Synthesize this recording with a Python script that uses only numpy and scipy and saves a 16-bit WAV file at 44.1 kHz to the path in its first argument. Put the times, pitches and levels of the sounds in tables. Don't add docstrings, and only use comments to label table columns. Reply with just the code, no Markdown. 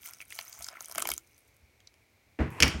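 import sys
import numpy as np
from scipy import signal
from scipy.fft import rfft, irfft
from scipy.io import wavfile

SR = 44100
rng = np.random.default_rng(int(sys.argv[2]) if len(sys.argv) > 2 else 0)


def file_out(sig):
    cols = np.atleast_2d(sig).T
    lim = np.clip(cols, -1, 1)
    pcm = np.round(lim * 32767).astype(np.int16)
    wavfile.write(sys.argv[1], SR, pcm)


N = 123479
T = np.arange(N) / SR
THIRD_OCTAVE_EDGES_HZ = 35 * 2 ** (np.arange(28) / 3)

# time in seconds, level in dB.
SPRAY_LEVEL = [(0, -62), (.025, -57.5), (.06, -44), (.09, -46), (.12, -55.5), (.185, -59.5), (.215, -52.5),
               (.27, -66.5), (.325, -50), (.41, -47.5), (.45, -52.5), (.54, -55), (.68, -51.5), (.72, -62),
               (.78, -58.5), (.82, -54), (.94, -55), (1.0, -52.5), (1.125, -45.5), (1.22, -66), (1.5, -73)]
# frequency in Hz, density in dB per Hz.
SPRAY_COLOUR = [(880, -43), (1500, -1), (1620, -10.5), (1880, -4), (2970, -5.5), (4270, -10), (6370, 2.5),
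                (7670, -14), (8290, 3), (8970, -3), (15500, -2.5)]
# time in seconds, level in dB.
CHURN_LEVEL = [(0, -76), (.095, -50), (.15, -65.5), (.26, -71.5), (.39, -55), (.45, -58), (.55, -58),
               (.6, -50.5), (.65, -59), (.71, -47.5), (.79, -49), (.85, -64), (.9, -58.5), (1.0, -48.5),
               (1.11, -61.5), (1.16, -71), (1.26, -80)]
# time in seconds, level in dB.
SIZZLE_LEVEL = [(.3, -65), (.335, -57.5), (.47, -64), (.55, -55), (.62, -67), (.69, -76)]
# low edge in Hz, high edge in Hz.
SPLAT_BANDS_HZ = [(500, 1850), (1600, 3800), (3700, 8400), (7400, 16500)]
# time in seconds, body, low mids, presence and treble in dB.
SPLATS = [(.0325, -63, -45.5, -48, -52), (.0585, -59, -42.5, -44, -44), (0.07, -69, -57, -39, -47),
          (0.0886, -54, -66, -43, -43), (0.1354, -64, -47.5, -37.5, -37), (0.2145, -56.5, -39, -43.5, -61),
          (.305, -78, -49, -44, -37), (0.3237, -54, -35.5, -43.5, -57), (0.3895, -33.5, -29, -28.5, -30.5),
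          (0.412, -60, -39, -37, -40), (.5286, -73, -51, -35.5, -45), (0.608, -43.5, -47, -57, -38),
          (0.6239, -68, -66, -32, -33), (0.6279, -58, -73, -44, -37), (.6444, -55, -60, -27.5, -35),
          (0.6663, -43.5, -64, -35, -45), (0.686, -38, -43, -31, -39), (0.8085, -40, -75, -36.5, -35),
          (0.8245, -66, -69, -51, -34.5), (.846, -70, -72, -36.5, -42), (0.8582, -87, -73, -40, -33.5),
          (0.8843, -48, -70, -51, -35), (.8973, -43, -52, -48, -35.5), (0.9136, -42, -52, -35, -33),
          (0.923, -45, -65, -37.5, -31.5), (.95, -37, -43, -45, -27.5), (0.9572, -35, -37.5, -31.5, -30.5),
          (0.9817, -25, -27.5, -50, -17.5), (.9828, -28, -52, -25.5, -46), (0.9964, -61, -39, -50, -24.5),
          (1.003, -36, -34, -42, -26.5), (1.0194, -61, -42, -29.5, -45), (1.023, -27, -32, -23.5, -17.5),
          (1.054, -25.5, -30.5, -32.5, -34), (1.0733, -40, -30.5, -27, -18.5),
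          (1.0896, -27, -34, -31.5, -19), (1.0909, -39.5, -39, -31.5, -44), (1.1029, -46, -55, -25, -21),
          (1.104, -34.5, -47, -33, -46), (1.1168, -33.5, -25, -29.5, -19), (1.138, -47, -41.5, -32, -22.5),
          (1.1792, -50.5, -73, -62, -29), (1.2732, -76, -72, -58, -59), (1.38, -85, -79, -60, -49.5),
          (1.3889, -83, -72, -68, -51), (1.567, -76, -74, -67, -53), (1.804, -85, -53.5, -55.5, -63),
          (1.8733, -77, -67, -42.5, -64), (1.941, -69, -58, -58.5, -61)]
# start in seconds, starting pitch in Hz, peak in dB.
PLIPS = [(0.2042, 2580, -29.5), (0.2227, 2340, -35), (.309, 2600, -36), (.3235, 2070, -36),
         (0.6428, 4050, -47), (0.6871, 5240, -23), (0.7562, 1440, -41), (0.7703, 2020, -34),
         (0.807, 6500, -23), (0.836, 2670, -48), (0.9904, 2550, -28), (1.0574, 3050, -30),
         (1.117, 2270, -33.5), (1.179, 7000, -18), (1.873, 5940, -38), (1.875, 4030, -41.5)]
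# frequency in Hz, level in dB, T60 in seconds.
POT_AIR_MODES = [(339, 2.5, .07), (657, -4.5, 0.013), (1028, -14, 0.11), (1334, 5, 0.021), (1810, -4, .04),
                 (2232, 6, 0.042), (3175, 0, 0.043), (6050, -11, 0.018)]
# time in seconds, level in dB.
RUMBLE_LEVEL = [(.92, -87), (1.04, -67), (1.12, -55.5), (1.2, -66.5), (1.27, -80)]
# frequency in Hz, density in dB per Hz.
RUMBLE_COLOUR = [(25, -15), (55, 5.5), (85, 1), (130, -22), (350, -11), (600, -41), (2000, -70)]
# start in seconds, level in dB.
THUDS = [(2.389, -5), (2.402, -6), (2.604, -7.5), (2.625, -4), (2.74, -14.5)]
# frequency in Hz, starting level in dB, T60 in seconds.
WORKTOP_NOISE = [(144, -32, 0.45), (215, -25.5, 0.19), (303, -35.5, 0.49), (590, -33, 0.11),
                 (850, -47, 0.49), (1400, -42, 0.46), (2130, -40, 0.37), (2700, -45.5, 0.27),
                 (3370, -57.5, 0.5), (7000, -62.5, 0.24), (15000, -86, .25)]
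# frequency in Hz, starting level in dB, T60 in seconds.
WORKTOP_MODES = [(315, -22.5, 0.1), (446, -32, 0.15), (638, -29, 0.21)]
# start in seconds, level in dB.
BOOMS = [(0.59, -61.5), (1.623, -64), (2.399, -29), (2.606, -35.5), (2.631, -30), (2.744, -37.5)]
# frequency in Hz, starting level in dB, T60 in seconds.
BOOM_MODES = [(70.5, 11.5, 0.18), (134.8, -12.5, 0.49), (220, -3, .25)]
# time in seconds, level in dB.
SLIDE_LEVEL = [(2.388, -56), (2.4, -45.5), (2.46, -50), (2.515, -54), (2.55, -49.5), (2.6, -43),
               (2.62, -62)]
# frequency in Hz, density in dB per Hz.
SLIDE_COLOUR = [(150, -22), (350, 2), (700, -3.5), (1000, 4.5), (1400, -12), (1800, -2), (2500, -2),
                (3600, -22.5), (8000, -27.5), (15000, -39)]
# time in seconds, level in dB.
SWISH_LEVEL = [(2.5, -85), (2.515, -63), (2.545, -66), (2.6, -68)]
# start in seconds, level in dB, tilt in dB per octave.
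KNOCKS = [(2.504, -64, 24.5), (2.6027, -8, 4.5), (2.6241, -0.5, 2.5), (2.6308, -3.5, 1.5),
          (2.6368, -22.5, -8.5), (2.679, -22, 9)]
# frequency in Hz, starting level in dB.
CRACK_COLOUR = [(300, -25), (1000, -22), (1700, -17), (2400, -3), (3800, -21), (5600, -8), (7800, -26),
                (15000, -36.5)]
# frequency in Hz, starting level in dB, T60 in seconds.
KNOCK_TAIL = [(300, -51.5, 0.22), (1060, -40, 0.5), (1780, -32, 0.35), (2430, -31.5, 0.4),
              (4200, -46.5, 0.49), (5450, -30, 0.29), (7100, -56.5, 0.57), (9370, -41, 0.22),
              (14800, -61, .2)]
# frequency in Hz, starting level in dB, T60 in seconds.
SHELL_MODES = [(1813, -32, .3), (2103, -28, .5), (2124, -27, .4), (2270, -23, .22), (2442, -23, .22),
               (2854, -26, .22), (3031, -27, .3), (3210, -31, .35), (3362, -34, .3), (4612, -33, .22),
               (5304, -30, .2), (5483, -31, .25), (5712, -35, .24), (6236, -36, .25)]
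# frequency in Hz, density in dB per Hz.
ROOM_TONE_COLOUR = [(18, -51.5), (30, -9.5), (85, -1), (111, -2), (152, -13.5), (263, -11.5), (292, -12.5),
                    (546, -13.5), (921, -18), (1820, -23.5), (2240, -32.5), (3230, -27.5), (3980, -22.5),
                    (4910, -26), (6050, -25), (7260, -28.5), (15500, -31)]

DROPLETS_PER_S, DROPLET_SPREAD_DB, DROPLET_DB = 4300, 7.5, -3.5
FIZZ_PER_S, FIZZ_SPREAD_DB, FIZZ_CYCLES, FIZZ_DB = 1600, 7, 48, -4
BUBBLES_PER_S, BUBBLE_SPREAD_DB, BUBBLE_CYCLES, CHURN_DB = 740, 3, 16.5, -8
GLUG_AT_S, GLUG_WIDTH_S, GLUG_DB, GLUGS_PER_S = 1.043, 0.087, -55.5, 300
SIZZLE_HZ, SIZZLES_PER_S = 6600, 1500
SPLAT_LEAD_S, SPLAT_LEAD_DB = 0.0016, -10
SPLAT_DECAY_S, SPLASH_DECAY_S, SPLASH_DB = .0005, .004, -18
SPLAT_RING_DB, SPLAT_RING_CYCLES = 3, 5
SPLAT_TOP_HZ, SPLAT_MIX_DB = 12640, -5.5
PLIP_CYCLES, PLIP_RISE_PER_S, PLIP_MIX_DB = 42, 6, -4.5
KITCHEN_T60_S, POT_ROOM_DB = 0.081, -17
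THUD_ATTACK_S, THUD_SNAP_DB, THUD_SNAP_T60_S = 0.001, -29, 0.025
SLIPS_PER_S, SLIP_SPREAD_DB = 1800, 1
CRACK_T60_S, SHELL_DB, TILT_PIVOT_HZ = 0.014, -5, 4000
ROOM_TONE_DB, ROOM_HISS_HZ, ROOM_HISS_T60_S, ROOM_HISS_DB = -68, 2230, 0.0082, -72
MIC_LOW_HZ, CLIP_LEVEL, CUTOFF_HZ = 42, .8, 16000


def from_db(db):
    return 10 ** (np.asarray(db) / 20)


def rms_one(x):
    return x / np.sqrt(np.mean(x ** 2) + 1e-20)


def at_hz(rows, hz, axis=1):
    rows = np.array(rows)
    return np.interp(np.log(hz), np.log(rows[:, 0]), rows[:, axis])


def band(x, low_hz, high_hz):
    return signal.sosfilt(signal.butter(2, [low_hz, high_hz], "band", fs=SR, output="sos"), x)


def dying(t, t60):
    return np.exp(-np.log(1000) * t / t60)


def modes(rows, t):
    return sum(from_db(db) * dying(t, t60) * np.sin(2 * np.pi * hz * t) for hz, db, t60 in rows)


def add(out, s, x):
    i = int(s * SR)
    out[i:i + len(x)] += x[:max(N - i, 0)]


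def resonance(x, hz, t60):
    r = dying(1 / SR, t60)
    zeros = np.array([1, 0, -1]) * (1 - r * r) / 2
    poles = [1, -2 * r * np.cos(2 * np.pi * hz / SR), r * r]
    return signal.lfilter(zeros, poles, x + 1e-18)


def coloured(x, spectrum):
    size = 8192
    hz = np.maximum(np.arange(size // 2 + 1) * SR / size, 1)
    cepstrum = irfft(np.log(from_db(at_hz(spectrum, hz))))
    cepstrum[1:size // 2] *= 2
    cepstrum[size // 2 + 1:] = 0
    impulse = irfft(np.exp(rfft(cepstrum)))
    return rms_one(signal.fftconvolve(x, impulse)[:N])


def noise_bands(lowest_hz):
    edges = zip(THIRD_OCTAVE_EDGES_HZ, THIRD_OCTAVE_EDGES_HZ[1:])
    return [(np.sqrt(low * high), rms_one(band(rng.standard_normal(SR // 2), low, high)))
            for low, high in edges if high > lowest_hz]


def grains(per_s, spread_db):
    hits = rng.random(N) < per_s / SR
    sizes = from_db(spread_db * np.minimum(rng.exponential(1, N), 4))
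    return hits * sizes * rng.choice([-1, 1], N)


def flow(curve):
    s, db = np.transpose(curve)
    level = from_db(np.interp(T, s, db, left=-200))
    return level * dying(np.maximum(T - s[-1], 0), 0.99)


def bubble_cloud(pitches_hz, levels_db, per_s, spread_db, cycles):
    cloud = np.zeros(N)
    for hz, db in zip(pitches_hz, levels_db):
        clicks = grains(per_s / len(pitches_hz), spread_db)
        cloud += from_db(db) * rms_one(resonance(clicks, hz, cycles / hz))
    return rms_one(cloud)


def spray():
    ticks = coloured(grains(DROPLETS_PER_S, DROPLET_SPREAD_DB), SPRAY_COLOUR)
    pitches_hz = np.geomspace(2000, 15000, 26)
    levels_db = at_hz(SPRAY_COLOUR, pitches_hz) + 10 * np.log10(pitches_hz)
    fizz = bubble_cloud(pitches_hz, levels_db, FIZZ_PER_S, FIZZ_SPREAD_DB, FIZZ_CYCLES)
    return flow(SPRAY_LEVEL) * (from_db(DROPLET_DB) * ticks + from_db(FIZZ_DB) * fizz)


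def churn():
    pitches_hz = np.geomspace(640, 2500, 16)
    levels_db = -4 * np.abs(np.log2(pitches_hz / 1250))
    gurgle = bubble_cloud(pitches_hz, levels_db, BUBBLES_PER_S, BUBBLE_SPREAD_DB, BUBBLE_CYCLES)
    low_hz = np.geomspace(190, 420, 6)
    glug = bubble_cloud(low_hz, np.zeros(len(low_hz)), GLUGS_PER_S, spread_db=-2.0, cycles=3.5)
    glug_hump = 1 / (1 + ((T - GLUG_AT_S) / GLUG_WIDTH_S) ** 4)
    return from_db(CHURN_DB) * flow(CHURN_LEVEL) * gurgle + from_db(GLUG_DB) * glug * glug_hump


def splats():
    out, t = np.zeros(N), T[:SR // 20] - .01
    slap_decay = np.exp(-np.abs(t) / SPLAT_DECAY_S)
    splash_decay = from_db(SPLASH_DB) * np.exp(-np.abs(t) / SPLASH_DECAY_S)
    lead = from_db(SPLAT_LEAD_DB) * np.exp(-np.abs(t) / SPLAT_LEAD_S)
    shape = np.where(t < 0, lead, slap_decay + splash_decay)
    for s, *levels_db in SPLATS:
        for (low, high), db in zip(SPLAT_BANDS_HZ, levels_db):
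            slap = shape * rng.standard_normal(len(t))
            hz = low + (high - low) * rng.uniform(0.1, 0.782)
            slap = slap + from_db(SPLAT_RING_DB) * resonance(slap, hz, SPLAT_RING_CYCLES / hz)
            burst = band(band(slap, low, high), low, high)
            add(out, s + t[0], from_db(db) * burst / np.sqrt(np.sum(burst ** 2) / (.002 * SR)))
    return out


def soften(x):
    return signal.sosfilt(signal.butter(2, min(SPLAT_TOP_HZ, .45 * SR), fs=SR, output="sos"), x)


def plips():
    out, t = np.zeros(N), T[:SR // 20]
    for s, hz, db in PLIPS:
        tone = np.sin(2 * np.pi * hz * (t + PLIP_RISE_PER_S * t * t / 2))
        add(out, s, from_db(db) * dying(t, PLIP_CYCLES / hz) * tone)
    return out


def sizzle():
    pitches_hz = SIZZLE_HZ * np.geomspace(.91, 1.1, 6)
    levels_db = np.zeros(len(pitches_hz))
    return flow(SIZZLE_LEVEL) * bubble_cloud(pitches_hz, levels_db, SIZZLES_PER_S, spread_db=3.6, cycles=24)


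def pot(water):
    x = water + sum(from_db(db) * resonance(water, hz, t60) for hz, db, t60 in POT_AIR_MODES)
    tail = band(rng.standard_normal(SR // 2), 100, 6100) * dying(T[:SR // 2], KITCHEN_T60_S)
    return x + from_db(POT_ROOM_DB) * signal.fftconvolve(x, tail / np.linalg.norm(tail))[:N]


def rumble():
    return flow(RUMBLE_LEVEL) * coloured(rng.standard_normal(N), RUMBLE_COLOUR)


def knocks():
    out, t = np.zeros(N), T[:SR // 2]
    for s, db, tilt_db in KNOCKS:
        hit = np.zeros(len(t))
        for hz, noise in noise_bands(250):
            crack = from_db(at_hz(CRACK_COLOUR, hz)) * dying(t, CRACK_T60_S)
            tail = from_db(at_hz(KNOCK_TAIL, hz)) * dying(t, at_hz(KNOCK_TAIL, hz, axis=2))
            hit += noise * (crack + tail) * from_db(tilt_db * np.log2(hz / TILT_PIVOT_HZ))
        for hz, mode_db, t60 in SHELL_MODES:
            gain = from_db(SHELL_DB + mode_db + tilt_db * np.log2(hz / TILT_PIVOT_HZ))
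            hit += gain * dying(t, t60) * np.sin(2 * np.pi * (hz * t + rng.random()))
        add(out, s, from_db(db) * hit)
    return out


def thuds():
    out, t = np.zeros(N), T[:SR // 2]
    swell = 1 - np.exp(-t / THUD_ATTACK_S)
    for s, db in THUDS:
        body = modes(WORKTOP_MODES, t)
        for hz, noise in noise_bands(100):
            body += noise * from_db(at_hz(WORKTOP_NOISE, hz)) * dying(t, at_hz(WORKTOP_NOISE, hz, axis=2))
        woody = rms_one(band(band(rng.standard_normal(len(t)), 1300, 2240), 1300, 2600))
        snap = from_db(THUD_SNAP_DB) * dying(t, THUD_SNAP_T60_S) * woody
        add(out, s, from_db(db) * (swell * body + snap))
    boom = modes(BOOM_MODES, t)
    for s, db in BOOMS:
        add(out, s, from_db(db) * swell * boom)
    return out


def slide():
    scrape = coloured(grains(SLIPS_PER_S, SLIP_SPREAD_DB), SLIDE_COLOUR)
    swish = rms_one(band(rng.standard_normal(N), 6400, 12500))
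    return flow(SLIDE_LEVEL) * scrape + flow(SWISH_LEVEL) * swish


def room_tone():
    low = coloured(rng.standard_normal(N), ROOM_TONE_COLOUR)
    hiss = rms_one(resonance(rng.standard_normal(N), ROOM_HISS_HZ, ROOM_HISS_T60_S))
    return from_db(ROOM_TONE_DB) * low + from_db(ROOM_HISS_DB) * hiss


def scene():
    water = spray() + sizzle() + churn()
    water += from_db(SPLAT_MIX_DB) * soften(splats()) + from_db(PLIP_MIX_DB) * plips()
    kettle = thuds() + slide() + knocks()
    return (pot(water) + rumble() + kettle + room_tone())[None]


def record(dry):
    x = signal.sosfilt(signal.butter(4, MIC_LOW_HZ, "high", fs=SR, output="sos"), dry)
    clipped = np.clip(x, -CLIP_LEVEL, CLIP_LEVEL)
    return signal.sosfilt(signal.ellip(10, .2, 80, CUTOFF_HZ, fs=SR, output="sos"), clipped)


dry = scene()
out = record(dry)
file_out(out)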